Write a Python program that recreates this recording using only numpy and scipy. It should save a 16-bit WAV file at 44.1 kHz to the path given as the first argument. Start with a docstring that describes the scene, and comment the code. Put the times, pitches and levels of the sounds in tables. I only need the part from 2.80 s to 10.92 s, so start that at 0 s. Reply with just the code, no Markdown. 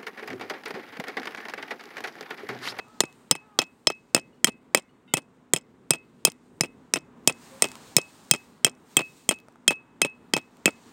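"""Lakeside gravel: a small steel hammer drives an alloy tent peg, about three blows a second.
Blows and bounces: shaped noise (crack, crunch), struck modes (clink, thud), peg and hammer notes.
Nearby surfaces answer with band-limited delays, the far shore with a tail of noise.
Behind: noise beds (open air, gusts of fabric rustle), pebble ticks, a far crow of gliding overtones,
far metal clinks of struck modes and a brief soft sine tone."""
import sys
import numpy as np
from scipy import signal
from scipy.fft import rfft, irfft, next_fast_len
from scipy.io import wavfile
from scipy.ndimage import uniform_filter1d

SR = 44100
rng = np.random.default_rng(int(sys.argv[2]) if len(sys.argv) > 2 else 0)


def magnitude_from_level(level_db):
    """Linear magnitude for a level in decibels (20 dB per decade)."""
    exponent = np.asarray(level_db, float) / 20
    return 10 ** exponent


def to_wav(sig):
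    """Store sig (one row per channel, or 1-D mono) as 16-bit WAV at the path in sys.argv[1].

    Samples outside -1..1 are clipped; the rate is SR.
    """
    pcm = np.clip(np.atleast_2d(sig), -1, 1) * 32767
    pcm = np.round(pcm).astype(np.int16)
    wavfile.write(sys.argv[1], SR, pcm.T)  # frames by channels


N = 358091

# hammer blows: start_s, lower_clink_db, upper_clink_db, peg_note_db, hammer_note_db
BLOWS = [(-0.068, -10, -6, -15, -37.5), (0.2046, -6, -7, -24, -41.5), (0.5111, -5.5, -8, -18, -40.5),
         (0.7887, -4.5, -13, -16.5, -30.5), (1.0706, -2, -16, -16.5, -36), (1.3469, -5.5, -9.5, -20, -26),
         (1.6439, -9.5, -2, -8.5, -49.5), (1.947, -11.5, -6.5, -14.5, -30.5), (2.3379, -16, -5.5, -18, -32),
         (2.7351, -16, -3.5, -17.5, -46), (3.1063, -8.5, -5.5, -21.5, -29), (3.4503, -5, 0, -12, -26.5),
         (3.8084, -10, -9.5, -34, -39.5), (4.1373, -9, -10, -35, -36), (4.4744, -10, -0.5, -16, -25.5),
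         (4.8218, -10.5, -4.5, -27.5, -32), (5.1655, -4, -2, -23.5, -28), (5.5112, -4.5, -2, -9.5, -29),
         (5.8462, -7, -3, -6, -26.5), (6.1679, -20, -3.5, -7, -23.5), (6.49, -17, -6, -11, -33.5),
         (6.8787, -7.5, -4.5, -4, -21), (7.2165, -10, -8.5, -15, -22.5), (7.536, -10.5, -14, -13.5, -27.5),
         (7.857, -14, -9, -15, -19.5)]
# head bouncing on the peg: start_s, clink_db, thud_db, next_touch_s (3 ms or less: none), note_left_db
BOUNCES = [(0.2358, -33.5, -22.5, 0, -46), (0.5519, -33.5, -24, 0.00029, -46),
           (0.817, -26, -25.5, 0.0066, -48.5), (1.1008, -28.5, -18.5, 0, -41),
           (1.3641, -21.5, -19.5, .0135, -49.5), (1.6703, -19, -21, 0.0081, -47),
           (1.9725, -21, -25.5, .0076, -60.5), (2.3699, -20, -25.5, .0071, -58),
           (2.7617, -18, -26.5, .0083, -66), (3.135, -25.5, -23.5, .0102, -46),
           (3.471, -21.5, -20, .0079, -61.5), (3.8347, -27.5, -23, .0099, -53),
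           (4.158, -23, -19.5, .01, -56.5), (4.496, -25, -21.5, 0.0052, -50.5),
           (4.8415, -20, -19.5, 0.011, -45.5), (5.1829, -20.5, -18, 0, -39),
           (5.5367, -20, -19.5, .0103, -46.5), (5.8657, -22.5, -21, .0092, -57),
           (6.191, -26, -19, .0157, -36.5), (6.51, -21, -17.5, .0085, -43),
           (6.9066, -22.5, -17.5, .0092, -36), (7.2479, -25, -19, 0.0072, -37.5),
           (7.5656, -20, -17, .0105, -48.5), (7.8781, -29.5, -17, .0094, -49.5)]
# ground taking the blows as the peg sinks: time_s, deep_thump_db, knock_db, shank_note_db
GROUND = [(0.199, -30.5, -11.5, -27), (.8, -27, -11.5, -26.5), (1.35, -38, -14.5, -25.5),
          (1.65, -27, -14.5, -13), (2.0, -24.5, -13.5, -14), (2.4, -16, -16, -21),
          (3.1, -17.5, -18.5, -24.5), (3.5, -23, -18.5, -30), (3.902, -18, -20.5, -21),
          (4.499, -31.5, -17, -22), (5.198, -19.5, -19, -18.5), (6.2, -15.5, -19, -19),
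          (6.5, -17.5, -22.5, -17), (7.859, -16.5, -16, -19)]
# modes of the struck metal: pitch_hz, level_db, t60_s
CLINK_MODES = [(3960, -15, 0.032), (4800, -11, 0.0067), (5070, -3.5, 0.013), (5240, -3, 0.039),
               (6190, -19.5, 0.06), (6980, 0, 0.015), (7663, -4, 0.021), (7930, 1.5, 0.01),
               (8450, 4, 0.018), (8480, -3, 0.014), (9512, -13, .06), (10850, -7, 0.013), (12100, -4, 0.01),
               (13400, -22.5, 0.031), (15300, -23, .01)]
# modes of ground and shank: pitch_hz, level_db, t60_s
THUD_MODES = [(165, -13, 0.062), (225.7, -2.5, 0.013), (353, 4, 0.018), (516, 4, 0.013), (644, -0.5, .022),
              (887, -0.5, 0.015), (1282, 2, 0.011), (1960, -5, .024), (2237, 5, 0.0084)]
# relative noise spectrum of metal on metal: freq_hz, density_db_per_hz
CRACK_SPECTRUM = [(1500, -21.5), (3000, -2.5), (5000, -3), (8000, 6), (10500, -11), (16000, -14.5),
                  (20000, -27)]
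# relative noise spectrum of stones under a blow: freq_hz, density_db_per_hz
CRUNCH_SPECTRUM = [(100, -13), (200, 10), (1000, 0.5), (1600, -5.5), (3000, -1), (8000, -28),
                   (11000, -28.5), (16000, -24)]
# relative noise spectrum of stone on stone: freq_hz, density_db_per_hz
TICK_SPECTRUM = [(800, -11), (2500, 1.5), (4200, 1.5), (8000, 0), (11000, -8.5), (16000, -12)]
# near surfaces answering: delay_s, level_db, centre_hz, width_hz
ECHOES = [(0.013, -29.5, 6590, 4820), (0.049, -34, 6340, 4940)]
# pebbles shifting, and at 0.33 s a late return of the blow before it: start_s, level_db, low_part_db (re
# level_db)
PEBBLES = [(0.0832, -47, -5), (0.3267, -42.5, -20), (3.5191, -32.5, -32), (4.8867, -29.5, -10),
           (4.9169, -27, -12), (4.9545, -29, -6), (5.9511, -50, -6), (6.5465, -46, -9), (6.5877, -42, -13),
           (6.6012, -43.5, -20), (6.6846, -47, 11.5), (6.7244, -55, -4.5), (6.7578, -52, 11.5),
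           (7.7697, -45.5, -11)]
# far crow: start_s, length_s, top_pitch_hz, level_db
CAWS = [(.05, .27, 434, -61), (.595, .235, 432, -60)]
# crow overtones: multiple, level_db
CAW_OVERTONES = [(1, -10), (2, -2), (3, 0), (4, -14)]
# brief soft tone: time_s, pitch_hz, level_db
SOFT_TONE = [(4.70, 545, -65), (4.73, 533, -47.5), (4.78, 540, -51), (4.81, 535, -76)]
# far metal, larger and smaller piece: strikes (start_s, level_db), modes (pitch_hz, level_db, t60_s)
FAR_CLINKS = [([(2.278, -60)], [(1437, -4, .3), (2110, -2, .2), (2702, 0, .3), (2982, -3, .2),
              (3600, -8, .2), (3750, -5, .3), (4600, -19, .3)]), ([(2.092, -66), (1.53, -65)],
              [(2900, 0, .12), (4350, -13, .25)])]
# gusts of fabric rustle: time_s, level_db
GUSTS = [(0, -67.5), (.45, -68.5), (.7, -75), (1.3, -74), (1.8, -77), (2.7, -80), (3.4, -74), (4.35, -77),
         (4.66, -55), (5.05, -55), (5.4, -61.5), (5.62, -62), (5.93, -75), (6.05, -70), (6.12, -59),
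         (6.44, -62), (6.62, -75.5), (7.2, -77), (7.75, -70.5), (8.05, -62.5)]
# relative noise spectrum of the fabric: freq_hz, density_db_per_hz
RUSTLE_SPECTRUM = [(1500, -6.5), (2500, -3.5), (3000, -2), (4500, -3), (6000, -6), (7000, -2), (8500, -2),
                   (10500, -15.5), (16000, -11.5)]
# open air: time_s, middle_db, low_db
AIR_LEVELS = [(0.0, -59.5, -59), (1.13, -68, -60.5), (1.45, -67, -57), (2.78, -68.5, -59.5),
              (4.16, -65, -54), (4.95, -53, -54), (5.31, -60.5, -54), (5.81, -63, -57.5), (7.26, -64, -58),
              (8.12, -59, -56)]
# relative noise spectrum of the middle air: freq_hz, density_db_per_hz
MIDDLE_AIR_SPECTRUM = [(400, -12.5), (700, -1.5), (950, 1), (1500, -5.5), (2400, -13.5), (4000, -21)]
# relative noise spectrum of the low air: freq_hz, density_db_per_hz
LOW_AIR_SPECTRUM = [(25, -22.5), (80, -12.5), (150, -5), (215, -4), (250, 2.5), (290, -6), (450, -8),
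                    (700, -24)]

LOW_CUT_HZ = 124   # low cut of the hammering, as from a recorder's high-pass
PEG_HZ, PEG_T60_S = 3215, 0.03
HAMMER_HZ, HAMMER_T60_S = 2577, 0.32
# close second mode: the long note holds, then dips
BEAT_PER_S, TWIN_DB, TWIN_LAG_RAD = 3.6, -2.5, 0.75
# each further touch comes sooner and weaker; before the second touch, the long note has a common level
GAP_SHRINK, TOUCH_CLINK_LOSS_DB, TOUCH_THUD_LOSS_DB, BOUNCING_NOTE_DB = 0.58, 10, 7.5, -33
SHORE_HZ, SHORE_HALF_WIDTH_HZ, SHORE_T60_S, SHORE_DB = 2080, 400, 0.4, -65
# rise as a share of the length, pitch shortfalls as shares of the top pitch, fade
CAW_RISE, CAW_START_DROP, CAW_END_DROP, CAW_EDGE_S = 0.22, 0.13, 0.2, 0.025
CRUNCH_T60_S = 0.05
THUD_SPREAD_DB, CLINK_SPREAD_DB = 1.5, 2   # chance from blow to blow, from touch to touch
GRAIN_DB, GRAINS_PER_S, LOW_AIR_FLUTTER_DB = 4.5, 400, 1.5


def rms_one(x):
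    """Scale to rms 1."""
    return x / np.sqrt(np.mean(x ** 2) + 1e-20)


def in_time(rows):
    """Columns of a curve, one value a sample."""
    time_s, *columns = np.transpose(rows)
    return [np.interp(np.arange(N) / SR, time_s, column) for column in columns]


def coloured(x, spectrum):
    """Shape by a spectrum in dB per Hz; white rms 1 stays about rms 1."""
    hz, db = np.transpose(spectrum)
    size = next_fast_len(len(x))
    grid_hz = np.maximum(np.fft.rfftfreq(size, 1 / SR), 1)
    gain = magnitude_from_level(np.interp(np.log(grid_hz), np.log(hz), db, left=-80, right=-80))
    gain = gain / np.sqrt(np.mean(gain ** 2))
    return irfft(rfft(x, size) * gain, size)[:len(x)]


def white():
    """White noise of rms 1."""
    return rng.standard_normal(N)


def band_passed(x, edges_hz, order):
    """Butterworth band-pass."""
    return signal.sosfilt(signal.butter(order, edges_hz, "band", fs=SR, output="sos"), x)


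def high_passed(x, cut_hz, order):
    """Butterworth high-pass."""
    return signal.sosfilt(signal.butter(order, cut_hz, "high", fs=SR, output="sos"), x)


def drift(knots_per_s):
    """Random line through knots of spread 1."""
    knots = rng.standard_normal(int(N / SR * 60) + 2)
    place = np.arange(N) / SR * np.clip(knots_per_s, 0.1, 59)
    return np.interp(place, np.arange(len(knots)), knots)


def clicks(start_s, gain):
    """Train of single samples; starts before 0 are left out."""
    out, heard = np.zeros(N), start_s >= 0
    out[(start_s[heard] * SR).astype(int)] = gain[heard]
    return out + 1e-18


def dying(train, t60_s):
    """Envelope that jumps at each click and falls by 60 dB in t60_s."""
    return signal.lfilter([1], [1, -magnitude_from_level(-60 / (t60_s * SR))], train)


def ring(train, hz, t60_s):
    """Two-pole resonator: a unit click starts a dying sine of height 1."""
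    r, w = magnitude_from_level(-60 / (t60_s * SR)), 2 * np.pi * hz / SR
    return signal.lfilter([0, np.sin(w)], [1, -2 * r * np.cos(w), r * r], train)


def struck(start_s, db, modes, spread_db):
    """Each touch excites each mode with random strength and sign; db: one column, or one per mode."""
    shape = (len(start_s), len(modes))
    luck = rng.standard_normal(shape + (2,))
    db = np.broadcast_to(np.reshape(db, (len(start_s), -1)), shape)
    out = np.zeros(N)
    for k, (hz, mode_db, t60_s) in enumerate(modes):
        strength = magnitude_from_level(db[:, k] + mode_db + spread_db * luck[:, k, 0])
        out += ring(clicks(start_s, strength * np.sign(luck[:, k, 1])), hz, t60_s)
    return out


def open_air():
    """Two noise beds, middle and low, that swell on their own."""
    middle_db, low_db = in_time(AIR_LEVELS)
    middle = coloured(white(), MIDDLE_AIR_SPECTRUM) * magnitude_from_level(middle_db + drift(4.7))
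    low = coloured(white(), LOW_AIR_SPECTRUM) * magnitude_from_level(low_db + LOW_AIR_FLUTTER_DB * drift(10))
    return middle + low


def fabric_rustle():
    """Grainy noise in gusts, flickering band by band."""
    grain_gain = 0.5 * magnitude_from_level(GRAIN_DB * np.minimum(rng.exponential(1, N), 4))
    grains = 1 + grain_gain * (rng.random(N) < GRAINS_PER_S / SR)
    # two independent noises in turn, so neighbouring bands do not cancel
    noises = [coloured(white() * grains, RUSTLE_SPECTRUM) for _ in range(2)]
    edges_hz = np.geomspace(1400, 17000, num=7)
    patches = np.zeros(N)
    for k in range(len(edges_hz) - 1):
        patches += band_passed(noises[k % 2], edges_hz[k:k + 2], 1) * magnitude_from_level(2.0 * drift(5))
    gust_db, = in_time(GUSTS)
    return rms_one(patches) * magnitude_from_level(gust_db + drift(40))


def far_metal():
    """Struck modes; distance smears each strike over a few scattered arrivals."""
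    late_s = np.r_[0, rng.uniform(0.006, 0.045, 5)]
    out = np.zeros(N)
    for strikes, modes in FAR_CLINKS:
        for start_s, db in strikes:
            out += struck(start_s + late_s, db - 7 * (late_s > 0), modes, spread_db=1.5)
    return out


def crow():
    """Overtone stacks on an arched, slightly unsteady pitch."""
    out, t = np.zeros(N), np.arange(N) / SR
    for start_s, length_s, top_hz, db in CAWS:
        u = np.clip((t - start_s) / length_s, 0, 1)
        rise_sag = CAW_START_DROP * (1 - u / CAW_RISE) ** 2
        fall_sag = CAW_END_DROP * ((u - CAW_RISE) / (1 - CAW_RISE)) ** 2
        sag = np.where(u < CAW_RISE, rise_sag, fall_sag)
        pitch_hz = top_hz * (1 - sag) * (1 + 0.0034 * drift(40))
        phase = 2 * np.pi * np.cumsum(pitch_hz) / SR
        stack = sum(magnitude_from_level(o_db + 1.5 * drift(30)) * np.sin(k * phase) for k, o_db in CAW_OVERTONES)
        fade = np.clip(np.minimum(u, 1 - u) * length_s / CAW_EDGE_S, 0, 1)
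        out += magnitude_from_level(db) * fade * stack
    return out


def soft_tone():
    """One brief gliding sine."""
    t = np.arange(N) / SR
    hz, db = in_time(SOFT_TONE)
    on = (t > SOFT_TONE[0][0]) & (t < SOFT_TONE[-1][0])
    return magnitude_from_level(db) * on * np.sin(2 * np.pi * np.cumsum(hz) / SR)


def pebbles():
    """Dry noise tick with a duller modal knock under it."""
    start_s, db, low_db = np.transpose(PEBBLES)
    tick = coloured(white(), TICK_SPECTRUM) * dying(clicks(start_s, magnitude_from_level(db - 5)), 0.007)
    return tick + struck(start_s, db + low_db - 7, THUD_MODES[4:7], spread_db=2)


def far_shore():
    """Scattered far return of each blow: a late, narrow-band noise tail."""
    blow_s = np.array(BLOWS)[:, 0]
    band = [(SHORE_HZ - SHORE_HALF_WIDTH_HZ, -30), (SHORE_HZ, 0), (SHORE_HZ + SHORE_HALF_WIDTH_HZ, -30)]
    gain = magnitude_from_level(SHORE_DB + 2.7 * rng.standard_normal(len(blow_s)))
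    return coloured(white(), band) * dying(clicks(blow_s + 0.033, gain), SHORE_T60_S)


def touches():
    """Bounces plus two quicker touches where the gap allows: start_s, clink_db, thud_db, note_db."""
    s, clink_db, thud_db, gap_s, left_db = np.transpose(BOUNCES)
    again = gap_s > 0.003
    rows = [np.c_[s, clink_db, thud_db, np.where(again, BOUNCING_NOTE_DB, left_db)]]
    for k, gaps in [(1, 1), (2, 1 + GAP_SHRINK)]:
        weaker_clink_db = clink_db - k * TOUCH_CLINK_LOSS_DB
        weaker_thud_db = thud_db - k * TOUCH_THUD_LOSS_DB
        rows.append(np.c_[s + gaps * gap_s, weaker_clink_db, weaker_thud_db, left_db][again])
    return np.vstack(rows)


def ground():
    """Thud modes of ground and shank, and the noisy crunch of stones."""
    blow_s, bounces = np.array(BLOWS)[:, 0], touches()
    at_s, *parts = np.transpose(GROUND)
    blow_db = np.transpose([np.interp(blow_s, at_s, part) for part in parts])
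    blow_db = blow_db + THUD_SPREAD_DB * rng.standard_normal(blow_db.shape)
    bounce_db = bounces[:, 2:3] + [-14, -1.5, -12]
    s = np.r_[blow_s, bounces[:, 0]]
    parts_db = np.r_[blow_db, bounce_db]
    # modes by pitch: deep thump, knock, shank note
    group = np.searchsorted([260, 1600], np.array(THUD_MODES)[:, 0])
    mode_db = parts_db[:, group] + np.array([4, -5, 3])[group]
    thud = struck(s + 0.0008, mode_db, THUD_MODES, spread_db=2.0)
    grit = magnitude_from_level(4.5 * drift(58))
    crunch_level = dying(clicks(s + 0.0011, magnitude_from_level(parts_db[:, 1] - 10.5)), CRUNCH_T60_S)
    return thud + coloured(white(), CRUNCH_SPECTRUM) * crunch_level * grit


def hammer_note(s, db):
    """The head's long note; each new touch damps what rang and leaves a new level."""
    order = np.argsort(s)
    t = np.arange(N) / SR
    last = order[np.searchsorted(s[order], t, side="right") - 1]
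    fall_db = 60 * (t - s[last]) / HAMMER_T60_S
    blow_s = np.array(BLOWS)[:, 0]
    since_blow_s = t - blow_s[np.searchsorted(blow_s, t) - 1]
    # 40-sample smoothing of the steps
    level = uniform_filter1d(magnitude_from_level(db[last] - fall_db), size=40)
    phase = uniform_filter1d(rng.uniform(0, 2 * np.pi, len(s))[last], size=40)
    twin_cycles = HAMMER_HZ * t + BEAT_PER_S * since_blow_s
    twin = magnitude_from_level(TWIN_DB) * np.sin(2 * np.pi * twin_cycles + phase - TWIN_LAG_RAD)
    return level * (np.sin(2 * np.pi * HAMMER_HZ * t + phase) + twin)


def metal():
    """Contact noise, clink modes, peg note and hammer note of blows and bounces."""
    blows, bounces = np.array(BLOWS), touches()
    s = np.r_[blows[:, 0], bounces[:, 0]]
    lower_db = np.r_[blows[:, 1], bounces[:, 1] - 5]
    upper_db = np.r_[blows[:, 2], bounces[:, 1] - 1.5]
    peg_db = np.r_[blows[:, 3], bounces[:, 1] - 8]   # a bounce wakes the peg note with its clink
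    note_db = np.r_[blows[:, 4], bounces[:, 3]]

    is_upper = np.array(CLINK_MODES)[:, 0] > 6400
    mode_db = np.where(is_upper, upper_db[:, None] - 8.5, lower_db[:, None] - 7.0)
    clink = struck(s + 0.0006, mode_db, CLINK_MODES, spread_db=CLINK_SPREAD_DB)

    rise = np.ones(14) / 14   # the faces take a third of a millisecond to meet
    noise = coloured(white(), CRACK_SPECTRUM)
    dull = signal.sosfiltfilt(signal.butter(3, 6400, fs=SR, output="sos"), noise)
    crack = np.zeros(N)
    for part, db in [(dull, lower_db + 6), (noise - dull, upper_db - 1.5)]:
        fall = dying(clicks(s + 0.00054, magnitude_from_level(db)), 0.0092)
        crack += part * signal.lfilter(rise, [1], fall)

    peg = ring(clicks(s + 0.00055, magnitude_from_level(peg_db)), PEG_HZ, PEG_T60_S)
    return crack + clink + peg + hammer_note(s + 0.00017, note_db)


def echoes(x):
    """Short, band-limited returns from things standing near."""
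    out = np.zeros(N)
    for delay_s, db, hz, width_hz in ECHOES:
        lag = int(delay_s * SR)
        edges_hz = np.clip([hz - width_hz / 2, hz + width_hz / 2], 100, 0.45 * SR)
        out[lag:] += magnitude_from_level(db) * band_passed(x, edges_hz, 2)[:-lag]
    return out


def scene():
    """Near hammering with its echoes over the open-air background."""
    background = open_air() + fabric_rustle() + far_metal() + crow() + soft_tone() + pebbles()
    hammering = high_passed(far_shore() + ground() + metal(), LOW_CUT_HZ, 6)
    return (background + hammering + echoes(hammering))[None]


def roll_off(x):
    """The treble ends steeply here."""
    return signal.sosfilt(signal.butter(12, 16190, fs=SR, output="sos"), x)


def record(dry):
    """Tanh squashes peaks towards 5.2 times full scale; an 18 Hz high-pass cuts rumble."""
    top = 5.2
    squashed = top * np.tanh(dry / top)
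    mix = high_passed(squashed, 18, 1)
    return roll_off(mix)


dry = scene()
out = record(dry)
to_wav(out)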